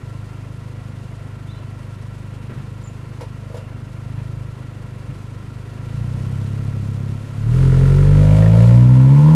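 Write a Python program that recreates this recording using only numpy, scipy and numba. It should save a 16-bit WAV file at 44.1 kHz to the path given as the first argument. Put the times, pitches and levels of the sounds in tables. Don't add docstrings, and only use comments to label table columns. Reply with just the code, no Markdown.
import sys
import numpy as np
from scipy import signal
from scipy.fft import rfft, irfft, next_fast_len
from scipy.io import wavfile
from scipy.ndimage import uniform_filter1d, minimum_filter1d, map_coordinates
from numba import njit

SR = 44100
rng = np.random.default_rng(int(sys.argv[2]) if len(sys.argv) > 2 else 0)


def store_wav(level_fs):
    pcm = np.round(np.clip(np.atleast_2d(level_fs), -1, 1) * 32767)
    wavfile.write(sys.argv[1], SR, pcm.T.astype(np.int16))


N = 412334

# [t/s, firing rate f/Hz]
SPEED = [(0.0, 25.7), (2.25, 25.02), (2.97, 25.74), (3.74, 24.71), (4.21, 26.08), (5.02, 24.88),
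         (5.79, 25.64), (6.22, 32.42), (6.51, 34.35), (6.95, 33.87), (7.42, 35.12), (7.61, 44.96),
         (7.73, 43.49), (8.42, 52.98), (9.06, 65.9), (9.35, 79.97)]
# [opens t/s, closes t/s, lift of the putter level/dB before it sags]
THROTTLE = [(3.92, 4.4, 5), (5.76, 7.125, 10), (7.255, 9.4, 13)]
# [t/s, level/dB]
LOUDNESS = [(7.4, -36.5), (7.56, -29.5), (7.95, -27.5), (8.1, -28.5), (8.32, -26), (8.62, -24.5),
            (8.88, -36), (9.12, -34), (9.3, -30.5)]
# [f/Hz, level/dB]
SILENCER = [(15, -42), (25, -15), (50, -0.5), (72, -9), (102, 7), (130, 5.5), (155, -1), (180, -11),
            (205, -17), (240, -25.5), (280, -26.5), (400, -38.5), (600, -71), (1200, -77)]
# [f/Hz, width f/Hz, relative level/dB]
BOX = [(186, 62, -2.5), (244.4, 35.4, -0.5), (287, 22, -10), (371, 22, -12), (451, 28, -13)]
# [f/Hz, level/dB]
BOOM_RESPONSE = [(40, -24), (48, -15.8), (60, -22.5), (72, -32.5), (90, -16.5), (115, -3), (165, -1.55),
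                 (195, -11), (228, -13), (258, -5.5), (280, -9.5), (400, -29)]
# [cruise level/dB, level/dB per doubling of speed]
BOOM_ORDERS = [(-0.5, 0), (-3, -4), (-10.3, -4.5), (-19, 5.5), (-23.5, 17)]
# [f/Hz, width f/Hz, relative level/dB]
PIPE = [(264.5, 14, 10), (300.7, 7.5, 11), (366.4, 9.3, 0), (430, 43, -4), (517, 25.7, -7), (613, 19, -7.5),
        (653, 32, -18.5)]
TAILPIPE = [(872, 21, 8.4), (975, 33, 5.5), (1068, 29, 3)]
BLARE = [(1334, 200, 2), (1520, 190, -1.5), (1730, 320, -6.5), (2400, 190, -4), (2630, 1030, -10.5)]
# [t/s, centre f/Hz]
FLOW = [(7.4, 403), (7.75, 427), (8.0, 430), (8.15, 483), (8.3, 600), (8.5, 578), (8.75, 560), (9.3, 517)]
# [f/Hz, width f/Hz, relative level/dB]
BAY = [(497, 18, 2), (958, 57, -3.5), (1058, 52, -4), (1365, 39, 0.5), (1936, 26, -5), (2730, 62, -12)]
# [f/Hz, relative level/dB]
MACHINERY = [(60, -1.5), (150, 2.5), (230, 5.5), (330, -1), (480, -5), (680, -7), (800, -12.5), (1000, -11),
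             (1600, -14), (2400, -16.5), (3200, -23.5), (4500, -33.5), (8000, -43), (14000, -43)]
# [f/Hz, relative level/dB]
HISS = [(800, -38.5), (2000, -2.5), (3000, 4.5), (4500, 3), (5600, 0), (7000, -0.5), (10000, -3),
        (11500, -8.5), (13000, -13.5), (14400, -22)]
# [t/s, thump level/dB before a shared boost, gas noise level/dB]
PUFFS = [(1.598, -36, -41), (2.493, -34, -34), (2.573, -25.5, -37), (4.175, -34, -37), (5.088, -25, -38)]
# [t/s, thud level/dB, knock level/dB, rattle level/dB]
CLUNKS = [(3.208, -33.5, -31.5, -41), (3.5, -39, -59, -64), (3.542, -31.5, -39, -49),
          (3.567, -38.5, -54, -47.5)]
# [f/Hz, width f/Hz, relative level/dB]
DRIVELINE = [(463, 42, 2), (550, 130, 0), (680, 51, -9.5)]
# [f/Hz, relative level/dB]
KNOCK = [(300, -21), (460, 9.5), (700, -8), (980, 8.5), (1150, -21), (2500, -21), (4000, -54.5)]
# [f/Hz, relative level/dB]
RATTLE = [(500, -13.5), (1200, -0.5), (3000, -1), (4200, -4), (5500, -5.5), (8000, -13), (11000, -9),
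          (14000, -39)]
# [t/s, f/Hz, level/dB, time to fall by 60 dB t/s]
SQUEAKS = [(2.838, 7200, -45, 0.18), (2.874, 7040, -39.5, 0.064), (3.569, 7150, -50, .1),
           (3.572, 2760, -49, 0.59), (8.425, 1780, -27.5, 0.088), (8.46, 1835, -25, 0.08)]
# [t/s, length t/s, centre f/Hz, swing f/Hz, level/dB]
CHIRPS = [(1.481, .056, 3780, 280, -49), (1.546, .06, 3020, 40, -57)]

OPEN_S, CLOSE_S, SAG_DB_PER_S = 0.24, 0.16, 1
CLUTCH_S, BITE_S = 7.36, 0.28
CRUISE_DB, CRUISE_HZ = -29.5, 51.2
PUTTER_DB, IDLE_HZ = -31.5, 25
FRONT_DB = -18
BOOM_PER_LOUDNESS = .03
RING_DB, RING_PER_LOUDNESS, RING_DB_PER_OCTAVE = -42, .4, 20
BLARE_DB, BLARE_PER_LOUDNESS, BLARE_DB_PER_OCTAVE = -42, 0.58, -0.5
BAY_DB, BAY_DB_PER_OCTAVE, BAY_LOAD_DB, BAY_PER_LOUDNESS = -47.5, 3.5, -40, 0.29
HISS_DB, HISS_DB_PER_OCTAVE, HISS_LOAD_DB, HISS_PER_LOUDNESS = -58, 8.5, -46, 0.48
SWELL_S, SWELL_WIDTH_S, SWELL_DB = 6, 0.45, 2
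TOP_HZ = 14450


def amp(db):
    return 10 ** (np.asarray(db) / 20)


def unit(x):
    return x / np.sqrt(np.mean(x ** 2) + 1e-20)


def clock():
    return np.arange(N) / SR


def curves(rows):
    s, *cols = np.transpose(rows)
    return [np.interp(clock(), s, c) for c in cols]


def wobble(rate):
    points = rng.standard_normal(int(N * rate / SR) + 4)
    return unit(map_coordinates(points, [np.arange(N) * rate / SR], order=2))


def grid():
    return np.fft.rfftfreq(2 * next_fast_len(N // 2 + SR // 2), 1 / SR)


def filtered(x, response):
    return irfft(rfft(x, 2 * len(response) - 2) * response)[:N]


def colour(points):
    hz, db = np.transpose(points)
    cepstrum = irfft(np.log(amp(np.interp(np.log(grid() + 1), np.log(hz), db))))
    half = len(cepstrum) // 2
    folded = np.r_[cepstrum[0], 2 * cepstrum[1:half], np.zeros(half)]
    return np.exp(rfft(folded))


def modes(rows):
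    f = grid()
    return sum((-1) ** k * amp(db) * 1j * f * width / (centre * centre - f * f + 1j * f * width)
               for k, (centre, width, db) in enumerate(rows))


def noise(response):
    return unit(filtered(rng.standard_normal(N), response))


def steady(x):
    size = SR // 12
    power = uniform_filter1d(uniform_filter1d(x * x, size), size)
    return x / np.sqrt(np.abs(power) + 1e-12)


def burst(s, attack, t60):
    t = np.maximum(clock() - s, 0)
    return (1 - np.exp(-t / attack)) * amp(-60 * t / t60)


@njit
def swept(x, step, damping):
    out, low, band = np.zeros(len(x)), 0.0, 0.0
    for i in range(len(x)):
        low += step[i] * band
        band += step[i] * (x[i] - low - damping * band)
        out[i] = band
    return out


def throttle():
    t = clock()
    lift_db = np.zeros(N)
    for on, off, db in THROTTLE:
        opening = np.clip((t - on) / OPEN_S, 0, 1)
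        closing = np.clip(1 - (t - off) / CLOSE_S, 0, 1)
        lift_db += (db - SAG_DB_PER_S * (t - on)) * opening * closing
    return lift_db


def firings(turn, scatter_db, uneven_db, jitter_s):
    at = np.flatnonzero(np.diff(np.floor(turn)) > 0)
    chance = rng.standard_normal((len(at), 2))
    cylinder = np.resize([1.0, 0.087, 0.9, -1.2], len(at))
    at = np.clip(at + np.round(jitter_s * SR * chance[:, 1]).astype(int), 0, N - 1)
    return np.bincount(at, amp(scatter_db * chance[:, 0] + uneven_db * cylinder), N)


def blowdown(turn, pulses, rough, fade_db):
    jet = rng.standard_normal(N) * amp(-fade_db * (turn % 1))
    rough = np.clip(rough, 0, 1)
    return np.sqrt(1 - rough) * steady(pulses) + np.sqrt(rough) * steady(jet)


def exhaust(turn, firing_hz, load, lift_db, loudness_db):
    silencer = -colour(SILENCER)
    pulses = firings(turn, scatter_db=1.1, uneven_db=.25, jitter_s=.00012)
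    putts = steady(filtered(pulses, silencer))
    flutter = amp(-15) * noise(silencer)
    chuff = steady(filtered(blowdown(turn, pulses, rough=.1, fade_db=12), modes(BOX)))
    chuff_db = np.interp(firing_hz, [25, 34], [-28, -14])
    putter = amp(PUTTER_DB + lift_db) * (putts + flutter + amp(chuff_db) * chuff)
    throb = amp(.5 * np.cos(np.pi * turn) + 0.61 * wobble(60))
    return (1 - load) * putter + load * throb * boom(turn, firing_hz, loudness_db, silencer)


def boom(turn, firing_hz, loudness_db, silencer):
    hz, db = np.transpose(BOOM_RESPONSE)
    lag = np.unwrap(np.angle(silencer))
    octaves = np.log2(firing_hz / CRUISE_HZ)
    out = np.zeros(N)
    for order, (order_db, db_per_octave) in enumerate(BOOM_ORDERS, 1):
        order_hz = order * firing_hz
        response_db = np.interp(np.log(order_hz), np.log(hz), db)
        level_db = response_db + order_db + db_per_octave * octaves
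        phase = 2 * np.pi * order * turn + np.interp(order_hz, grid(), lag)
        out += amp(level_db) * np.cos(phase)
    return np.sqrt(2) * amp(BOOM_PER_LOUDNESS * loudness_db) * out


def rasp(turn, firing_hz, loudness_db):
    octaves = np.log2(firing_hz / CRUISE_HZ)
    rasp_db = CRUISE_DB + loudness_db
    ring_db = RING_DB + RING_PER_LOUDNESS * loudness_db + RING_DB_PER_OCTAVE * octaves
    blare_db = BLARE_DB + BLARE_PER_LOUDNESS * loudness_db + BLARE_DB_PER_OCTAVE * octaves
    step = 2 * np.pi * curves(FLOW)[0] / SR
    pulses = firings(turn, scatter_db=1.1, uneven_db=2, jitter_s=.00006)
    clean = blowdown(turn, pulses, rough=.13, fade_db=12)
    gritty = blowdown(turn, pulses, rough=.38, fade_db=22)
    piped = filtered(clean, modes(PIPE) + amp(FRONT_DB))
    growl = swept(swept(piped, step, 0.35), step, 0.45)
    ring = filtered(gritty, modes(TAILPIPE) * modes([(950, 260, 0)]))
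    blare = swept(filtered(gritty, modes(BLARE) * modes([(1660, 2100, 0)])), 3.62 * step, 0.67)
    return amp(rasp_db) * steady(growl) + amp(ring_db) * steady(ring) + amp(blare_db) * steady(blare)


def machinery(turn, firing_hz, load, loudness_db):
    octaves = np.log2(firing_hz / IDLE_HZ)
    bay_idle_db = BAY_DB + BAY_DB_PER_OCTAVE * octaves
    bay_load_db = BAY_LOAD_DB + BAY_PER_LOUDNESS * loudness_db
    bay_db = (1 - load) * bay_idle_db + load * bay_load_db
    hiss_idle_db = HISS_DB + HISS_DB_PER_OCTAVE * octaves
    hiss_load_db = HISS_LOAD_DB + HISS_PER_LOUDNESS * loudness_db
    hiss_db = (1 - load) * hiss_idle_db + load * hiss_load_db
    beat = np.cos(2 * np.pi * (turn - .7))
    unrest = amp(.6 * wobble(25))
    whir = amp(6.0) * unrest * noise(colour(MACHINERY)) + amp(-4.0) * noise(modes(BAY))
    bay = whir * amp(bay_db + 0.73 * beat)
    surge = (1 - load) * beat + load * np.cos(2 * np.pi * (turn - .25))
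    hiss = noise(colour(HISS)) * amp(hiss_db + 1.0 * surge + 0.98 * wobble(40))
    valves = turn + 0.32
    taps = firings(valves, scatter_db=5.5, uneven_db=-1.0, jitter_s=0.0012)
    ticks = blowdown(valves, taps, rough=.9, fade_db=68)
    swell = amp(SWELL_DB * np.exp(-((clock() - SWELL_S) / SWELL_WIDTH_S) ** 2))
    return swell * (bay + hiss) + amp(-71.5) * steady(filtered(ticks, colour(RATTLE)))


def puffs():
    thumps = sum(amp(db) * burst(s, 0.0025, 0.14) * np.sin(2 * np.pi * 140 * (clock() - s))
                 for s, db, _ in PUFFS)
    gas = sum(amp(db) * burst(s, 0.0035, 0.37) for s, _, db in PUFFS)
    return amp(7) * thumps + gas * noise(colour(MACHINERY))


def clunks():
    bodies = np.array([noise(modes(DRIVELINE)), noise(colour(KNOCK)), noise(colour(RATTLE))])
    return sum(burst(s, 0.0019, 0.18) * (amp(dbs) @ bodies) for s, *dbs in CLUNKS)


def squeaks():
    drift = 1.1 * wobble(380)
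    return sum(amp(db) * burst(s, 0.0008, t60) * np.sin(2 * np.pi * hz * clock() + drift)
               for s, hz, db, t60 in SQUEAKS)


def bird():
    out = np.zeros(N)
    for s, length, hz, swing_hz, db in CHIRPS:
        progress = np.clip((clock() - s) / length, 0, 1)
        pitch = hz - swing_hz * np.sin(2 * np.pi * progress)
        envelope = np.sqrt(np.abs(np.sin(np.pi * progress)))
        out += amp(db) * envelope * np.sin(2 * np.pi * np.cumsum(pitch) / SR)
    return out


def street(x, t60, wet_db):
    tail = rng.standard_normal(N) * burst(0.022, 0.0032, t60)
    return x + amp(wet_db) * signal.fftconvolve(x, tail / np.linalg.norm(tail))[:N]


def scene():
    firing_hz, = curves(SPEED)
    turn = np.cumsum(firing_hz) / SR + .0105 * firing_hz - .1
    load = np.clip((clock() - CLUTCH_S) / BITE_S, 0, 1)
    lift_db = throttle()
    loudness_db = curves(LOUDNESS)[0] - CRUISE_DB
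    engine = exhaust(turn, firing_hz, load, lift_db, loudness_db)
    engine += machinery(turn, firing_hz, load, loudness_db)
    close_sounds = load * rasp(turn, firing_hz, loudness_db) + puffs() + clunks() + squeaks()
    near = street(close_sounds, t60=.25, wet_db=-15)
    far = street(bird(), t60=0.35, wet_db=-3)
    return (engine + near + far)[None]


def record(dry):
    needed = np.minimum(1, .92 / (np.abs(dry[0]) + 1e-9))
    size = SR // 40
    gain = uniform_filter1d(minimum_filter1d(needed, 2 * size), size)
    return filtered(dry[0] * gain, grid() < TOP_HZ)[None]


dry = scene()
out = record(dry)
store_wav(out)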